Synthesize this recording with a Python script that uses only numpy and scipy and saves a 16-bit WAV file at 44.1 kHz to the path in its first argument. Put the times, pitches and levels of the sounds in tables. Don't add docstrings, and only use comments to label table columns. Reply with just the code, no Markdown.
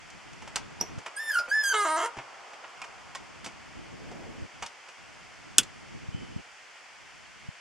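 import sys
import numpy as np
from scipy import signal
from scipy.fft import rfft, irfft, next_fast_len
from scipy.io import wavfile
from scipy.ndimage import uniform_filter1d, map_coordinates

SR = 44100
rng = np.random.default_rng(int(sys.argv[2]) if len(sys.argv) > 2 else 0)


def pcm_store(signal):
    levels = np.round(np.clip(np.atleast_2d(signal), -1, 1) * 32767)
    wavfile.write(sys.argv[1], SR, levels.astype(np.int16).T)


N = 335437

# time_s, slip_rate_hz, roughness (0-1)
GROAN_CURVE = [(1.715, 451, .8), (1.765, 425.5, 0), (1.846, 401.5, 0.05), (1.853, 322.4, .6),
               (1.889, 311.4, 0.12), (1.96, 316.2, 0.04), (1.982, 334.8, 0.84), (2.025, 309.5, .9),
               (2.034, 468, 0.5), (2.116, 478, 0.41)]


def amp(db):
    return 10 ** (np.asarray(db) / 20)


def unit(x):
    return x / np.sqrt(np.mean(x ** 2) + 1e-20)


def steady(x):
    return x / np.sqrt(np.abs(uniform_filter1d(x ** 2, size=700)) + 1e-12)


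def along(points, hz):
    freq_hz, values = np.transpose(points)
    return np.interp(np.log(hz + 1), np.log(freq_hz + 1), values)


def curves(rows):
    time_s, *columns = np.transpose(rows)
    return [np.interp(np.arange(N) / SR, time_s, column) for column in columns]


def during(rows):
    t = np.arange(N) / SR
    return (t > rows[0][0]) & (t < rows[-1][0])


def wobble(rate_hz):
    knots = rng.standard_normal(int(N * rate_hz / SR) + 4)
    return map_coordinates(knots, [np.arange(N) * rate_hz / SR])


def filtered(x, response):
    n = x.shape[-1]
    size = next_fast_len(n + 8192)
    return irfft(rfft(x, size) * response(np.fft.rfftfreq(size, 1 / SR)), size)[..., :n]


def coloured(x, colour):
    return filtered(x, lambda hz: amp(along(colour, hz)))


def noise(colour, size):
    return unit(coloured(rng.standard_normal(size), colour))


def dying(x, decay):
    hz, t, bands = signal.stft(x, SR, nperseg=128)
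    return signal.istft(bands * amp(-60 * t / along(decay, hz)[:, None]), SR)[1][..., :x.shape[-1]]


def add(track, start_s, sound):
    start = round(start_s * SR)
    track[start:start + len(sound)] += sound[:N - start]


def placed(x, left_db, lag_samples):
    ports = np.array([[.5], [-.5]])
    return filtered(x, lambda hz: amp(ports * left_db) * np.exp(-2j * np.pi * hz * ports * lag_samples / SR))


def air(hiss_db=-52.5):
    # time_s, level_db
    wash_curve = [(0, -56), (1, -52.5), (2.3, -50), (3.5, -54.5), (4.3, -55.5), (7.61, -59)]
    # freq_hz, gain_db
    wash_colour = [(30, -69), (120, -41.5), (250, -15.5), (450, -6.5), (750, 1), (1300, -1), (1700, -10),
                   (3000, -60.5), (7000, -120)]
    hiss_colour = [(710, -25.5), (1200, -11.5), (1340, -5), (1440, -2), (1560, -2.5), (2180, -0.5),
                   (3250, -6), (3910, -16), (4700, -9.5), (7250, -15), (9410, -25), (13700, -47),
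                   (16000, -77)]
    # freq_hz, side_to_mid_db
    width = [(200, -1), (400, -5.5), (700, -7.5), (1300, -6), (2400, -8.5), (4400, -6.5), (8000, -2),
             (14000, 4.5)]

    def wide(colour):
        return noise(colour, N) + np.outer([1, -1], coloured(noise(colour, N), width))

    wash_db, = curves(wash_curve)
    hiss = coloured(wide(hiss_colour), [(100, -30.5), (600, 0)])
    return wide(wash_colour) * amp(wash_db + 0.37 * wobble(5.7)) + hiss * amp(hiss_db)


def rumble_gain(return_db_per_s=12.5, edge_s=0.03, floor_db=-70.5):
    # cut_s, length_s, final_db
    stretches = [(.99, 1, -44.5), (4.44, 1.66, -41.5), (4.64, 0.09, -54), (6.39, 1.4, -43.5),
                 (7.5, 0.5, -61.5)]
    t, gain = np.arange(N) / SR, amp(floor_db)
    for cut_s, length_s, final_db in stretches:
        gate = np.clip(np.minimum(t - cut_s + length_s, cut_s - t) / edge_s + 1, 0, 1)
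        gain = gain + gate * amp(final_db - return_db_per_s * np.abs(cut_s - t))
    return gain


def breeze(lumps_db=2.5, mid_flutter_db=-9, dip_gain=0.17):
    # freq_hz, gain_db
    flutter_colour = [(20, -13), (60, -1), (130, 0.5), (300, -3), (550, -12.5), (1000, -26), (2500, -42.5),
                      (6000, -120)]
    # centre_s, peak_db, freq_hz
    eddies = [(0.981, -29, 89.5), (4.428, -31.5, 60.3), (6.09, -27, 79), (6.149, -24.5, 108),
              (6.365, -23, 112), (7.49, -28.5, 94)]
    gain = rumble_gain() * amp(lumps_db * wobble(30))
    t = np.arange(-SR // 20, SR // 20) / SR
    pushes, dips = np.zeros((2, N))
    for centre_s, peak_db, hz in eddies:
        u = 2 * np.pi * hz * t
        bell = amp(peak_db) * np.exp((1 - u * u) / 2)
        add(pushes, centre_s + t[0], -u * bell)
        add(dips, centre_s + t[0], (1 - u * u) * bell)
    side = gain * noise(flutter_colour, N) + pushes
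    mid = gain * noise(flutter_colour, N) * amp(mid_flutter_db) + dip_gain * dips
    return np.array([mid + side, mid - side])


def yard(x):
    # freq_hz, t60_s
    decay = [(200, 0.17), (1500, 0.28), (6000, 0.13), (14000, 0.076)]
    tail = dying(rng.standard_normal((2, SR // 3)), decay)
    delayed = np.pad(x, (200, 0))
    mid, side = signal.fftconvolve(delayed[None], tail / np.linalg.norm(tail[0]), axes=1)[:, :N]
    return np.array([mid + 0.67 * side, mid - 0.18 * side])


def scuff(centre_s=4.2, sigma_s=0.17, level_db=-51):
    # freq_hz, gain_db
    colour = [(100, -12), (300, 1), (650, -1), (1100, -10), (3000, -41)]
    t = np.arange(N) / SR
    return noise(colour, N) * amp(level_db) * np.exp(-((t - centre_s) / sigma_s) ** 2 / 2)


def steel_mode(hz, spread_hz, rise_s, t60_s):
    t = np.arange(SR // 2) / SR
    drift = unit(uniform_filter1d(rng.standard_normal(len(t)), size=36))
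    phase = 2 * np.pi * np.cumsum(hz + spread_hz * drift) / SR
    envelope = np.minimum(t / rise_s, 1) ** 2 * amp(-60 * np.maximum(t - rise_s, 0) / t60_s)
    return np.sin(phase) * envelope


def rings(squeak_s=6.09, squeak_hz=3040, squeak_db=-50):
    # start_s, pitch_hz, level_db
    modes = [(1.161, 8900, -32.5), (1.382, 5000, -31), (1.394, 575, -37), (1.478, 530, -39.5),
             (2.172, 131, -39), (2.819, 2420, -37), (3.148, 1090, -38.5), (3.148, 1880, -39),
             (4.626, 913, -38.5)]
    out = np.zeros(N)
    for start_s, hz, db in modes:
        add(out, start_s, amp(db) * steel_mode(hz, spread_hz=47 + 0.029 * hz, rise_s=0.0052, t60_s=0.09))
    add(out, squeak_s, amp(squeak_db) * steel_mode(squeak_hz, spread_hz=75, rise_s=0.058, t60_s=1.0))
    return out


def contact(levels_db, rise_s, middle_t60_s):
    # freq_hz, gain_db
    treble = [(1800, -9.5), (3000, -0.5), (4000, -5.5), (5500, 0.5), (8000, -5.5), (10000, -15),
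              (13000, -32), (16000, -35)]
    middle = [(120, -52), (300, -17), (620, -2.5), (850, 2), (1100, -0.5), (1450, -1), (1850, -4),
              (2300, -3.5), (3000, -6.5), (4200, -26), (9000, -80)]
    thud = [(40, -20), (130, -4), (300, 0.5), (500, -2), (1000, -4), (5000, -100)]
    t = np.arange(SR // 3) / SR
    bands = zip((treble, middle, thud), levels_db, middle_t60_s * np.array([0.82, 1, 1.6]))
    modes = sum(noise(colour, len(t)) * amp(db - 60 * t / t60_s) for colour, db, t60_s in bands)
    return modes * (1 - np.exp(-t / rise_s))


def knocks(chatter_db=1.5):
    # start_s, treble_db, middle_db
    clicks = [(.102, -45, -60), (0.332, -48.5, -51), (0.5584, -19, -34), (.567, -48, -27.5),
              (2.817, -37.5, -34), (4.662, -34, -44), (5.632, -36, -55)]
    # start_s, treble_db, middle_db, thud_db
    dull_knocks = [(.42, -47, -42.5, -55), (.474, -43, -39, -55), (.809, -36, -35, -34.5),
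                   (.983, -44, -45, -47), (1.06, -36.5, -30, -56), (1.387, -33.5, -36.5, -56),
                   (1.478, -60, -37, -58), (2.168, -47, -39, -40), (2.183, -45, -31.5, -56),
                   (2.532, -50, -39, -60), (2.638, -60, -36.5, -72), (2.839, -44.5, -38.5, -74),
                   (3.148, -33, -35.5, -52), (3.443, -33.5, -40, -59), (3.459, -34.5, -35.5, -41),
                   (4.112, -49, -55, -42), (4.623, -31, -28.5, -46.5), (4.885, -46, -43, -69)]
    out = np.zeros(N)
    for start_s, *levels_db in clicks:
        add(out, start_s, contact(levels_db, rise_s=0.00035, middle_t60_s=0.047))
    for start_s, *levels_db in dull_knocks:
        add(out, start_s, contact(levels_db, rise_s=0.0027, middle_t60_s=0.082))
    return out * amp(chatter_db * wobble(600))


def latch(start_s=.8085, pitch_hz=5800, level_db=-15, lead_s=.009, scrape_db=-23, tail_db=-27):
    out = np.zeros(N)
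    add(out, start_s - lead_s, amp(scrape_db) * steel_mode(5100, spread_hz=330, rise_s=.003, t60_s=0.074))
    for harmonic, db in (1, 0), (2, -18):
        chirp = steel_mode(harmonic * pitch_hz, spread_hz=harmonic * 170, rise_s=0.0038, t60_s=0.021)
        tail = steel_mode(harmonic * pitch_hz, spread_hz=harmonic * 210, rise_s=0.0038, t60_s=0.32)
        add(out, start_s, amp(db) * (chirp + amp(tail_db) * tail))
    return amp(level_db) * out


def snap(start_s=5.5829, rise_s=0.0001, crack_db=1, crack_t60_s=0.0096, ring_db=-11):
    # freq_hz, gain_db
    crack_colour = [(1500, -25), (3000, -4), (4100, -10), (5500, 0), (7400, 2), (9000, 2), (10200, -4),
                    (11500, -13), (16000, -30)]
    ring_colour = [(60, -22), (200, -7), (350, -9), (700, -18), (1150, -16), (1500, -5), (2000, -14),
                   (2800, 1), (3400, 3), (4100, -13), (5000, 0), (8900, 0), (11000, -12), (16000, -35)]
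    # freq_hz, t60_s
    ring_decay = [(250, 0.16), (1200, 0.093), (3000, 0.073), (5000, 0.0556), (9000, 0.0516), (15000, 0.078)]
    # pitch_hz, level_db
    modes = [(1500, -24), (2730, -21), (3420, -18.5)]
    out, t = np.zeros(N), np.arange(SR // 4) / SR
    crack = noise(crack_colour, len(t)) * amp(crack_db - 60 * t / crack_t60_s)
    ring = dying(noise(ring_colour, len(t)), ring_decay) * amp(ring_db)
    add(out, start_s, (crack + ring) * (1 - np.exp(-t / rise_s)))
    for hz, db in modes:
        add(out, start_s, amp(db) * steel_mode(hz, spread_hz=50, rise_s=.001, t60_s=0.058))
    return out


def slips(rate_hz):
    phase = 2 * np.pi * np.cumsum(rate_hz) / SR
    harmonics = np.floor(SR / 2 / rate_hz) - 1
    return phase, np.sin((harmonics + .5) * phase) / (2 * np.sin(phase / 2) + 1e-12) - .5


def hinge_plate(x, ring_db):
    impulse = dying(rng.standard_normal(SR // 20), [(3000, .022), (10000, .016)])
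    ring = signal.fftconvolve(x, impulse / np.linalg.norm(impulse))[:N]
    return (x + amp(ring_db) * ring) / np.hypot(1, amp(ring_db))


def rust(x, depth_db=3.2):
    bands = signal.stft(x, nperseg=256)[2]
    field = uniform_filter1d(rng.standard_normal(bands.shape), size=6, axis=0)
    field = uniform_filter1d(field, size=16, axis=1)
    return signal.istft(bands * amp(depth_db * unit(field)))[1][:N]


def groan_levels(attack_s=0.029, release_s=0.055, fade_db=30, sag_db_per_s=13, bite_db=13.5, bite_s=0.051):
    t = np.arange(N) / SR
    age_s, left_s = t - GROAN_CURVE[0][0], GROAN_CURVE[-1][0] - t
    attack, release = np.clip([age_s / attack_s, left_s / release_s], 0, 1) - 1
    bite = np.exp(-np.maximum(age_s, 0) / bite_s)
    panel_db = -25 - sag_db_per_s * np.maximum(age_s, 0) + fade_db * (attack + release)
    rasp_db = -39 + bite_db * bite + fade_db * (attack + 1.4 * release)
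    return panel_db, rasp_db, bite


def door_panel(pulses):
    # centre_hz, width_hz, gain_db
    modes = [(365, 124, -8.5), (690, 70, 0), (932, 81, 0), (1226, 154, 1), (1433, 61, -4.5),
             (1600, 103, -7.5), (2143, 62, -9)]

    def response(hz):
        return sum((-1) ** k * amp(db) * 1j * hz * width_hz / (centre_hz ** 2 - hz ** 2 + 1j * hz * width_hz)
                   for k, (centre_hz, width_hz, db) in enumerate(modes))

    colour = [(120, -32), (300, 2), (680, 4), (850, -1.5), (940, 4), (2200, 6.0), (3500, -9)]
    return coloured(filtered(pulses, response), colour)


def groan(jitter=.1, scatter_db=4):
    # freq_hz, gain_db
    even_colour = [(1900, -26), (2450, 0), (3300, -3), (3750, -5), (5100, -0.5), (6200, -8), (7100, -13),
                   (7900, 5), (9400, 8), (10500, -6), (11800, -12), (14000, -42)]
    grind_colour = [(1900, -32), (2350, -4.5), (3150, 2), (3900, -6.5), (5200, -1), (7700, 0), (8600, -2),
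                    (10000, -10.5), (12300, -19), (14500, -38)]
    rate_hz, rough = curves(GROAN_CURVE)
    panel_db, rasp_db, bite = groan_levels()
    _, pulses = slips(rate_hz * (1 + jitter * rough * wobble(450)))
    pulses = unit(pulses) * amp(scatter_db * rough * wobble(400))
    pulses += (.1 + .25 * rough) * rng.standard_normal(N)
    steel = rust(hinge_plate(pulses, ring_db=8.5))
    grinding = np.minimum(2 * (rough + bite), 1)
    rasp = (1 - grinding) * coloured(steel, even_colour) + grinding * coloured(steel, grind_colour)
    return (steady(door_panel(pulses)) * amp(panel_db) + steady(rasp) * amp(rasp_db)) * during(GROAN_CURVE)


def squeal(clean_hz=1800, rough_span_hz=800, rough_fall_hz_per_s=8000, flutter_db=3):
    # time_s, pitch_hz, fundamental_db, overtones_db
    glides = [
        [(1.155, 1603, -65, -64), (1.175, 1643, -36.5, -46), (1.205, 1785, -33.5, -46),
         (1.25, 1790, -49.5, -48.5), (1.3, 1770, -26, -39), (1.335, 1578, -35.5, -41.5),
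         (1.367, 1414, -23, -38.5), (1.388, 1416, -20, -44.5), (1.405, 1416, -39, -61), (1.47, 1400, -45, -67)],
        [(1.485, 1476, -51, -54), (1.507, 1547, -45, -40.5), (1.517, 1633, -22, -44), (1.55, 1748, -25, -39.5),
         (1.615, 1724, -28.5, -36), (1.632, 1690, -37, -41.5), (1.648, 1613, -28, -31.5),
         (1.69, 1606, -28, -32), (1.725, 1545, -27.5, -34), (1.745, 1390, -42, -66)],
    ]
    # freq_hz, gain_db
    overtone_colour = [(2500, -3), (3400, 1.5), (4000, -12.5), (5000, 3.5), (6300, -5.5), (7100, -4),
                       (8500, -1), (10500, -3.5), (12600, -8), (14000, -22), (15500, -62)]
    # centre_hz, width_octaves, boost_db
    favoured = [(10600, 0.34, 0.5), (6200, 0.37, 6)]
    # delay_s, gain_db
    reflections = [(.011, -14), (.019, -12)]
    pitch_hz, tone_db, overtones_db = curves(np.concatenate(glides))
    fall_hz_per_s = np.maximum(-np.gradient(pitch_hz) * SR, 0)
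    rough = np.clip((clean_hz - pitch_hz) / rough_span_hz + fall_hz_per_s / rough_fall_hz_per_s, 0, 1)
    jitter = 0.0238 * wobble(200) + 0.024 * wobble(1500)
    phase, pulses = slips(pitch_hz * (1 + rough * jitter))
    tone = np.sqrt(2) * np.cos(phase) * amp(tone_db + flutter_db * rough * wobble(150))
    overtones = hinge_plate(rust(pulses - np.cos(phase)), ring_db=-5)
    overtone_gain = amp(overtones_db + flutter_db * rough * wobble(200))
    out = np.zeros(N)
    for glide, (centre_hz, width_octaves, boost_db) in zip(glides, favoured):
        def response(hz):
            band = np.exp(-(np.log2((hz + 1) / centre_hz) / width_octaves) ** 2)
            return amp(along(overtone_colour, hz) + boost_db * band)

        out += (tone + steady(filtered(overtones, response)) * overtone_gain) * during(glide)
    return out + sum(amp(db) * np.pad(out, (round(delay_s * SR), 0))[:N] for delay_s, db in reflections)


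def scene():
    hinge = squeal() + groan()
    fittings = knocks() + rings() + latch() + scuff()
    catch = snap()
    direct = (placed(hinge, left_db=-1.4, lag_samples=1.13)
              + placed(fittings, left_db=-1.5, lag_samples=0.98)
              + placed(catch, left_db=-0.5, lag_samples=0.52))
    echo = yard(amp(-14) * hinge + amp(-12.5) * fittings + amp(-29.5) * catch)
    return direct + echo + air() + breeze()


def record(dry):
    cutoff_hz = 15750
    return filtered(np.clip(dry, -1, 1), lambda hz: 1 / np.sqrt(1 + (hz / cutoff_hz) ** 120))


dry = scene()
out = record(dry)
pcm_store(out)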